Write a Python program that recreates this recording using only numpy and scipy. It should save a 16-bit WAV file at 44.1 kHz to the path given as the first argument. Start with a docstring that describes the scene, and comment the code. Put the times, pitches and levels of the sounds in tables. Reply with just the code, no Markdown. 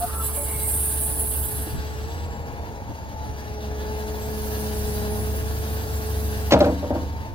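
"""Oil hisses through a ram over a diesel's drone: an excavator in an open yard curls its bucket in, rests, then
swings it out against the stop, where the steel clangs and rattles on its pins. Engine and pump share one shaft:
the pump whines under load, the fan and the pump sing off load, and the turbo spools down and up behind the
load. Far off a propeller plane passes. Heard from a spaced pair of microphones, engine to the left and arm to
the right, with a breeze touching both."""
import sys
import numpy as np
from scipy import signal
from scipy.fft import rfft, irfft
from scipy.io import wavfile
from scipy.ndimage import map_coordinates

SR = 44100
rng = np.random.default_rng(int(sys.argv[2]) if len(sys.argv) > 2 else 0)


def master(y):
    """Save y as 16-bit WAV."""
    cut = np.clip(np.atleast_2d(y).T, -1, 1)
    pcm = np.round(cut * 32767)  # scale
    wavfile.write(sys.argv[1], SR, pcm.astype(np.int16))


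N = 323694
T = np.arange(N) / SR
F = np.fft.rfftfreq(N, 1 / SR)

# The pump's working strokes. Each row: start, end, attack and release in seconds, load from 0 to 1,
# then base levels in dB of the whine, the throb, the exhaust and the casing's roar.
STROKES = [(-1.0, 2.135, .8, 0.066, 0.74, -44.5, -60, -30.5, -82),
           (2, 2.85, 0.1, 0.14, 0, -47.5, -78, -46, -54), (3, 6.95, 1.12, 0.61, 1, -38, -44, -27.5, -49.5)]
# The turbo's rotor. Each row: time in seconds, blade tone in Hz, whistle level in dB.
TURBO = [(0, 7880, -60), (2.15, 7900, -59.5), (2.35, 7530, -61), (2.5, 7200, -69), (3, 6370, -60),
         (3.3, 5980, -58.5), (3.55, 5800, -57.5), (4.15, 6230, -57.5), (5, 7100, -66), (5.5, 7570, -62),
         (6.65, 7830, -62), (6.95, 7600, -72), (7.3, 7050, -78)]


def undb(db):
    """Decibels to gain."""
    return 10 ** (np.asarray(db) / 20)


def unit(x):
    """Scale to rms 1."""
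    return x / np.sqrt(np.mean(x ** 2))


def noise():
    """White noise."""
    return rng.standard_normal(N)


def walk(rate):
    """A smooth random wander of rms 1, moving up to about rate times a second."""
    return unit(irfft(rfft(noise()) / (1 + (F / rate) ** 4), N))


def curves(table):
    """Each column after the first (seconds) as a signal in time."""
    times, *columns = np.transpose(table)
    return [np.interp(T, times, column) for column in columns]


def gate(start, end, attack, release):
    """Rise, hold and fall between start and end, all in seconds."""
    return np.clip((T - start) / attack, 0, 1) * np.clip((end - T) / release, 0, 1)


def swell(middle, length):
    """A smooth rise and fall, length seconds long."""
    return np.cos(np.pi * np.clip((T - middle) / length, -.5, .5))


def decay(start, t60):
    """Jump to 1 at start, then fall 60 dB every t60 seconds."""
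    return (T >= start) * np.exp(-np.log(1000) * np.abs(T - start) / t60)


def lag(x, seconds):
    """Follow x with inertia."""
    keep = np.exp(-1 / (seconds * SR))
    return x[0] + signal.lfilter([1 - keep], [1, -keep], x - x[0])


def turn(hz):
    """Phase of something that turns at a changing rate."""
    return 2 * np.pi * np.cumsum(hz) / SR


def tone(phase, rough, rate):
    """A tone of rms 1 with a turbulent skirt reaching about rate Hz to each side."""
    return unit((1 + rough * walk(rate)) * np.sin(phase) + rough * walk(rate) * np.cos(phase))


def colour(x, spectrum):
    """Give x a spectrum of (Hz, dB) points that falls away beyond its ends; rms 1."""
    hz, db = np.transpose(spectrum)
    skirts = 1 / (1 + (F / hz[-1] / 2) ** 4) / (1 + (hz[0] / 2 / (F + 1)) ** 4)
    shape = undb(np.interp(np.log(F + 1), np.log(hz), db))
    return unit(irfft(rfft(x) * skirts * shape, N))


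def resonate(x, resonances):
    """Lift or cut a few narrow bands (Hz, width Hz, dB); rms 1."""
    lift_db = sum(db / (1 + (2 * (F - hz) / width) ** 2) for hz, width, db in resonances)
    return unit(irfft(rfft(x) * undb(lift_db), N))


def burst(x, envelope):
    """Noise under an envelope, with just the envelope's energy."""
    return unit(x * envelope) * np.sqrt(np.mean(envelope ** 2))


def ram(start, end, spectrum, glide_per_s, whistle_s, width_hz, whistle_db, spread_db, flutter_db, count):
    """Oil hisses through the ram's ports; short whistles come and go, gliding as the piston travels."""
    t = np.arange(int(whistle_s * SR)) / SR
    window, whistles = np.hanning(len(t)), np.zeros(N + len(t))
    times, pitches = rng.uniform(start, end, count), rng.uniform(7500, 16000, count)
    gains = undb(spread_db * rng.standard_normal(count))
    for s, hz, gain in zip(times, pitches, gains):
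        wander = np.cumsum(rng.standard_normal(len(t))) * np.sqrt(2 * np.pi * width_hz / SR)
        phase = turn(hz * np.exp(glide_per_s * t)) + wander
        i = int(s * SR)
        whistles[i:i + len(t)] += gain * window * np.sin(phase)
    whistles = unit(whistles[len(t) // 2:][:N]) * np.sqrt((end - start) / T[-1])
    hiss = colour(noise() + undb(whistle_db) * whistles, spectrum)
    return hiss / hiss[(T > start) & (T < end)].std() * undb(flutter_db * walk(35))


def valve_jet(hiss, middle_s=1.25, length_s=2.4, middle_hz=10600, glide_hz_per_s=4300, width_hz=1500):
    """The jet's rising resonance lifts one band of the hiss, most at the height of the curl."""
    hz = middle_hz + glide_hz_per_s * np.clip(T - middle_s, -length_s / 2, length_s / 2)
    carrier = np.exp(1j * turn(hz))
    lowpass = signal.butter(1, width_hz / 2, fs=SR, output="sos")
    band = 2 * np.real(signal.sosfilt(lowpass, hiss / carrier) * carrier)
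    return hiss + undb(-4) * swell(middle_s, length_s) * band


def curl_in():
    """The bucket curls in: a loud, surging hiss with sinking whistles, ringing in the valve's ports."""
    # The oil flow. Each row: time in seconds, relative level in dB.
    flow = [(0.0, -28), (0.114, -36), (0.204, -32), (0.264, -25), (0.32, -35), (0.36, -29), (0.576, -32),
            (0.67, -26), (0.992, -30), (1.032, -26), (1.158, -31), (1.202, -25.5), (1.258, -29.5),
            (1.372, -27.5), (1.638, -36), (1.8, -53)]
    # The colour of the hiss. Each row: frequency in Hz, relative level in dB.
    spectrum = [(3820, -60), (6500, -17), (7440, -7.5), (8750, -2.5), (10500, 2.5), (11600, 0), (12300, -2),
                (13700, -2.5), (15100, 4), (16000, -5.5)]
    # The ports' resonances. Each row: centre in Hz, width in Hz, lift in dB.
    ports = [(8350, 200, 2), (8930, 300, 3.5), (9650, 250, 2.5), (10650, 400, 2.5), (13000, 300, 2.5)]
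    end = flow[-1][0]
    hiss = ram(0, end, spectrum, glide_per_s=-.11, whistle_s=.42, width_hz=28,
               whistle_db=0, spread_db=1.8, flutter_db=.7, count=300)
    hiss = resonate(hiss, ports) * hiss.std()
    return valve_jet(hiss * gate(-1, end, .1, .04) * undb(curves(flow)[0] - 1))


def effort():
    """The pump's load on the engine, and the turbo's boost from 0 at its slowest to 1 at its fastest."""
    load = sum(share * gate(*timing) for *timing, share, _, _, _, _ in STROKES)
    rotor = curves(TURBO)[0]
    return load, (rotor - rotor.min()) / np.ptp(rotor)


def exhaust(firing, load, boost, idle_db=-49, boost_db=6.5):
    """Firings drone in the exhaust, louder with fuel and boost, more uneven off load."""
    # The drone's harmonics. Each row: multiple of the firing rate, relative level in dB.
    harmonics = [(1, 0), (2, -20), (4, -25), (5, -28)]
    # The drone dips briefly. 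Each row: middle and length in seconds, change in dB.
    dips = [(.07, .12, -14), (1.52, .11, -14), (1.67, .07, -10), (5.87, .06, -9)]
    gain = undb(idle_db)
    for start, end, *_, drone_db, _ in STROKES:
        fuel = gate(start, end + .62, attack=.62, release=.95)  # the governor opens fast, shuts slowly
        gain = gain + fuel * undb(drone_db + boost_db * (boost - 1))
    waver_db = .8 * walk(18) + sum(db * swell(s, length) for s, length, db in dips)
    uneven = .13 + .4 * (1 - load) ** 2
    drone = sum(undb(db) * tone(k * firing, rough=uneven * np.sqrt(k), rate=14.3) for k, db in harmonics)
    return drone * gain * undb(waver_db)


def pump(firing, firing_hz, lug_hz=72.67, lug_db_per_hz=2):
    """The pump's pistons whine and throb on the engine's shaft, louder when it is dragged below lug_hz."""
    # The whine's overtones. Each row: multiple of the firing rate, relative level in dB.
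    overtones = [(4.33, -15), (6, 0), (9, -11.5), (10, -21), (11.6, -15), (24, -27)]
    lug = undb(lug_db_per_hz * np.maximum(lug_hz - firing_hz, 0))
    whine_gain, throb_gain = 0, 0
    for *timing, _, whine_db, throb_db, _, _ in STROKES:
        work = gate(*timing)
        whine_gain += work * lug * undb(whine_db)
        throb_gain += work ** 2 * lug ** 1.92 * undb(throb_db)
    whine = sum(undb(db) * tone(k * firing, rough=.009 * k, rate=15) for k, db in overtones)
    throb = tone(3 * firing, rough=.15, rate=10)
    return whine * whine_gain + throb * throb_gain


def fan_and_pump(firing, load, full_load_db=-49):
    """The fan and the pump turn with the engine and sing clearest off load."""
    # Their tones: the fan's at 7.4, the pump's ninth order at 9. Each row: multiple of the firing rate, level
    # off load in dB.
    tones = [(7.4, -57), (9, -52.5)]
    song = sum(undb(db) * tone(k * firing, rough=.35, rate=14) for k, db in tones)
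    return song * undb(full_load_db * lag(load, .2))


def gears(firing, order=12):
    """The gears whine at a multiple of the firing rate."""
    # The whine's course. Each row: time in seconds, level in dB.
    levels = [(0.4, -46.5), (2.04, -49), (2.08, -46.5), (2.55, -49), (3.1, -48), (3.7, -57), (6.4, -55),
              (7, -43)]
    return tone(order * firing, rough=.35, rate=18) * undb(curves(levels)[0])


def idle_tone(hz=826, level_db=-49.5):
    """A steady, rough tone while the load is off."""
    rest = gate(1.9, 3.5, attack=.2, release=.27)
    return tone(2 * np.pi * hz * T, rough=.9, rate=18) * rest * undb(level_db)


def casing_roar(firing, idle_db=-42):
    """Each firing shakes the casing, so its roar pulses in time."""
    # The roar's colour. Each row: frequency in Hz, relative level in dB.
    spectrum = [(76, -12), (130, -8.5), (183, -9.5), (220, -1), (245, -5.5), (395, -9), (430, -3.5),
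                (497, -7.5), (659, -5), (753, -7), (820, -5.5), (1150, -18), (1570, -19.5), (2400, -19),
                (3120, -53), (5280, -120)]
    gain = undb(idle_db) + sum(gate(*timing) * undb(db) for *timing, _, _, _, _, db in STROKES)
    knock = 1 + .046 * np.cos(firing) + .12 * walk(66)
    return colour(noise(), spectrum) * knock * gain * undb(.62 * walk(12))


def rush(firing, load, idle_db=-52, load_lift_db=8):
    """Air and oil rush as the load builds, ringing in the engine's covers."""
    # The colour of the rush. Each row: frequency in Hz, relative level in dB.
    spectrum = [(880, 0.5), (1500, 6), (1760, 7), (2040, -1), (3920, -2.5), (5500, -4.5), (6310, -2.5),
                (7320, -11.5), (8080, -16.5), (9000, -9), (14300, -9.5), (16000, -10)]
    # The covers' ringing. Each row: centre in Hz, width in Hz, lift or cut in dB.
    covers = [(1766, 36, -4), (2780, 200, 5.5), (3433, 51, 5), (3946, 52, 7), (4640, 230, 5)]
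    level_db = idle_db + load_lift_db * lag(np.sqrt(load), .29) + .5 * walk(22)
    air = resonate(colour(noise(), spectrum), covers)
    flutter = 1 + .018 * np.cos(firing) + .21 * walk(28)
    return air * flutter * undb(level_db)


def engine(load, boost):
    """The engine bay, left of the microphones: one slightly wavering shaft keeps its parts in step."""
    # The engine's speed. Each row: time in seconds, firing rate in Hz.
    speed = [(0.1, 72.4), (1.4, 71.7), (2.04, 72), (2.07, 75), (2.15, 78.3), (2.33, 78.4), (2.6, 76.7),
             (3.25, 72.6), (3.6, 70.7), (4.3, 71.65), (5.1, 70.27), (5.5, 72.8), (5.8, 72.74), (6.1, 71.96),
             (6.5, 71.83), (6.7, 77.5), (7.3, 74.7)]
    firing_hz = curves(speed)[0]
    firing = turn(firing_hz * (1 + .002034 * walk(15.2)))
    working_tones = exhaust(firing, load, boost) + pump(firing, firing_hz)
    light_tones = fan_and_pump(firing, load) + gears(firing) + idle_tone()
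    return (place(working_tones, lag_ms=.25, pan_db=.3, scatter_db=-14)
            + place(light_tones, lag_ms=.24, pan_db=2, scatter_db=-11)
            + place(casing_roar(firing), lag_ms=.22, pan_db=2, scatter_db=-5)
            + place(rush(firing, load), lag_ms=.25, pan_db=.7, scatter_db=1))


def turbo(boost, blades=7, intake_hz=865, intake_width_hz=50):
    """The rotor's blades whistle over the tone of its shaft, which sweeps the intake's resonance."""
    blade_hz, whistle_db = curves(TURBO)
    phase = turn(blade_hz)
    whistle = tone(phase, rough=.36, rate=59) * undb(whistle_db)
    intake_db = 7 / (1 + (2 * (blade_hz / blades - intake_hz) / intake_width_hz) ** 2)
    shaft_db = -49.5 + intake_db - 9 * boost ** 2
    return whistle + tone(phase / blades, rough=.4, rate=15) * undb(shaft_db)


def breeze(base_db=-41):
    """Low turbulence in puffs: part reaches both microphones alike, part buffets each on its own."""
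    # Gusts at the microphones. Each row: middle and length in seconds, strength in dB.
    gusts = [(1.58, 2.5, -50.5), (1.767, 0.1, -36), (2.907, 0.032, -28), (3.27, 0.2, -47),
             (5.09, 1.545, -46)]
    # The rumble's colour. Each row: frequency in Hz, relative level in dB.
    spectrum = [(18, -26), (35, -13.5), (52, -0.5), (72, -5.5), (110, -3.5), (160, -12.5), (260, -17),
                (600, -31.5)]
    strength = undb(base_db) + sum(swell(s, length) * undb(db) for s, length, db in gusts)
    strength *= undb(1.3 * walk(28))
    own = np.array([colour(noise(), spectrum) for _ in range(2)])
    return strength * (colour(noise(), spectrum) + undb(1.5) * own)


def squeaks(chatter_db=3):
    """Stick and slip in linkage and valve: short squeaks that chatter."""
    # Each row: middle and length in seconds, pitch in Hz, glide in Hz per second, width in Hz,
    # roughness, level in dB.
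    slips = [(0.02, 0.1, 708, 13, 36, .45, -33.5), (0.18, 0.13, 1330, -300, 50, .8, -40),
             (0.235, 0.77, 1159, -400, 530, 2, -44), (0.411, 0.085, 576, 3.5, 44, .4, -31.5),
             (0.53, 0.56, 2190, -400, 300, 2, -48), (3.29, 0.12, 10200, 5003, 90, .7, -58),
             (5.183, 0.24, 10160, 598, 408, 2, -44)]
    out = np.zeros(N)
    for s, length, hz, glide, width, rough, db in slips:
        out += tone(turn(hz + glide * (T - s)), rough, rate=width / 2) * swell(s, length) * undb(db)
    return out * undb(chatter_db * walk(24))


def bucket(clang_t60=.24, crack_t60=.057, thud_t60=.21, rise_s=.0019, spread_db=3):
    """Each blow cracks at the contact, thuds in the arm, and rings the bucket's modes and plates."""
    # The bucket shifts on its pins, meets its stop and rebounds.
    # Each row: start in seconds, then the strengths of ring, thud and crack in dB.
    blows = [(1.665, -45, -35, -49), (6.508, -38, -40, -15.5), (6.52, -11.5, -13, -8.5),
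             (6.532, -13, -18, -12), (6.5392, -3, -23.5, -36), (6.564, -27, -22, -42),
             (6.604, -9.5, -20.5, -18.5), (6.614, -9.5, -21, -36), (6.641, -19, -26, -28),
             (6.660, -14.5, -17, -34), (6.694, -22, -24, -52), (6.826, -25, -33, -50),
             (6.838, -23, -33, -44), (6.905, -16, -20.5, -41), (6.952, -20.5, -23, -47),
             (7.029, -49, -32.5, -48)]
    # The bucket's main modes. Each row: frequency in Hz, relative level in dB, t60 in seconds.
    resonances = [(186.5, -17.5, 1), (255.3, -20.5, 1), (281.7, -15.5, 0.93), (322.7, -15, 0.18),
                  (495, -10.5, 0.52), (590, 8.5, 0.051), (585, -17, 0.45), (618, -9, 0.2),
                  (677, -14.5, 0.32), (782, -6, 0.075), (786, -19.5, 0.24), (940, -13, 0.16),
                  (1013, -17, 0.18), (1395, -25, .14)]
    # The colours of plates, contact and arm. Each row: frequency in Hz, relative level in dB.
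    plates = [(120, -2.5), (180, -13), (290, 0), (400, -15), (590, 3), (800, -5), (1100, -15.5),
              (1500, -20), (2200, -50), (5000, -67)]
    contact = [(300, 5.5), (800, 10), (1500, 1.5), (2200, 4.5), (3000, 3), (4200, 3), (6000, -5),
               (9000, -20.5), (16000, -27)]
    arm = [(130, -17), (200, -7), (260, 1.5), (320, 4), (400, -16), (480, -1), (700, -25)]
    t, out = T[:SR], np.zeros(N + SR)
    fade = lambda t60: decay(0, t60)[:SR] * (1 - np.exp(-t / rise_s))
    clang_noise, crack_noise, thud_noise = (colour(noise(), part) for part in (plates, contact, arm))
    modes = np.array([undb(db) * fade(t60) * np.sin(2 * np.pi * hz * t) for hz, db, t60 in resonances])
    for s, ring_db, thud_db, crack_db in blows:
        i, k = int(s * SR), rng.integers(N - SR)
        ring = undb(spread_db * rng.uniform(-1, 1, len(modes))) @ modes  # each lands on another spot
        clang = burst(clang_noise[k:k + SR], fade(clang_t60))
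        thud = burst(thud_noise[k:k + SR], fade(thud_t60))
        crack = burst(crack_noise[k:k + SR], fade(crack_t60))
        body = undb(-6) * ring + undb(-8.5) * clang
        out[i:i + SR] += undb(ring_db) * body + undb(thud_db) * thud + undb(crack_db) * crack
    return out[:N]


def swing_out(start=3.62, end=6.56, flow_db=-43.5):
    """The bucket swings out: a softer hiss of oil with rising chirps."""
    # The colour of the hiss. Each row: frequency in Hz, relative level in dB.
    spectrum = [(6000, 6), (8000, -2), (9000, 0.5), (9600, -2.5), (10600, 3.5), (12500, -1.5), (15500, 10),
                (16500, -32.5)]
    # The oil flow surges. Each row: middle and length in seconds, lift in dB.
    surges = [(4.657, 0.91, 3)]
    hiss = ram(start, end, spectrum, glide_per_s=.33, whistle_s=.13, width_hz=130,
               whistle_db=1.5, spread_db=3.5, flutter_db=.8, count=950)
    surge_db = sum(db * swell(s, length) for s, length, db in surges)
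    return hiss * gate(start, end, attack=.95, release=.07) * undb(flow_db + surge_db)


def plane(blade_hz=103.9, doppler=.065, pass_s=4.8, fall_s=1.19, level_db=-35.5):
    """A far propeller swells and sinks in pitch as it passes."""
    hz = blade_hz * (1 - doppler * np.tanh((T - pass_s) / fall_s))
    return tone(turn(hz), rough=.17, rate=42) * swell(middle=6.06, length=4.2) * undb(level_db)


def pin_rattle(start=6.55, end=6.7, clacks_per_s=110, first_db=-28.5, fall_db_per_s=45, spread_db=3):
    """The loose pins chatter after the bucket meets its stop: quick, uneven clacks that die away."""
    # The colour of a clack. Each row: frequency in Hz, relative level in dB.
    spectrum = [(900, -7), (1400, 8), (2100, -5), (2800, -7), (5000, -35)]
    count = int((end - start) * clacks_per_s)
    late, size = rng.uniform(-1.1, 1, (count, 2)).T
    times = start + (np.arange(count) + late / 2) / clacks_per_s
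    levels_db = first_db - fall_db_per_s * (times - start) + spread_db * size
    clacks = sum(undb(db) * decay(s, t60=.03) for s, db in zip(times, levels_db))
    return colour(noise(), spectrum) * clacks


def linkage_ticks():
    """Steel snaps against steel in the linkage: brief, bright clicks."""
    # Each row: start in seconds, level in dB.
    snaps = [(6.591, -30), (6.656, -33)]
    bright = colour(noise(), [(4000, -12), (6500, -14), (11000, 14), (16000, 1)])
    return bright * sum(undb(db) * decay(s, t60=.024) for s, db in snaps)


def place(x, lag_ms, pan_db, scatter_db, t60=.22, drift_ms=.126):
    """Two spaced microphones, positive lag and pan to the left; ground and bank scatter x into both."""
    out, spectrum = [], rfft(x)
    for side in (1, -1):
        heard = spectrum * undb(side * pan_db / 2)
        delay = np.exp(1j * np.pi * side * F * lag_ms / 1000)
        echoes = noise() * decay(0, t60)
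        scatter = irfft(heard * rfft(echoes / np.linalg.norm(echoes)) * F / (F + 700), N)
        # moving air keeps changing the length of the scattered paths
        drift = drift_ms * walk(4) * SR / 1000
        scatter = map_coordinates(scatter, [np.arange(N) + drift], order=3, mode="nearest")
        out.append(irfft(heard * delay, N) + undb(scatter_db) * scatter)
    return np.array(out)


def scene():
    """From the microphones, the engine stands to the left and the arm reaches to the right."""
    # The balance of the curling hiss. Each row: frequency in Hz, left minus right in dB.
    curl_balance = [(2380, 0.5), (4400, 5), (8120, -0.5), (15000, -8.5)]
    curl_pan_db = np.interp(F, *np.transpose(curl_balance))
    load, boost = effort()
    return (engine(load, boost) + breeze()
            + place(turbo(boost), lag_ms=.252, pan_db=3.5, scatter_db=-16)
            + place(plane(), lag_ms=-.1, pan_db=-5, scatter_db=-14)
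            + place(curl_in(), lag_ms=-.099, pan_db=curl_pan_db, scatter_db=-3, t60=.025)
            + place(swing_out(), lag_ms=-.092, pan_db=-1.5, scatter_db=1.5, t60=.088)
            + place(squeaks(), lag_ms=-.095, pan_db=.5, scatter_db=-16)
            + place(bucket() + pin_rattle() + linkage_ticks(),
                    lag_ms=-.13, pan_db=1, scatter_db=-13, t60=.45))


def record(dry, top_hz=15950):
    """Full scale clips the highest peaks, and a steep filter cuts the top."""
    lowpass = signal.ellip(10, .2, 80, top_hz, fs=SR, output="sos")
    return signal.sosfilt(lowpass, np.clip(dry, -1, 1))


dry = scene()
out = record(dry)
master(out)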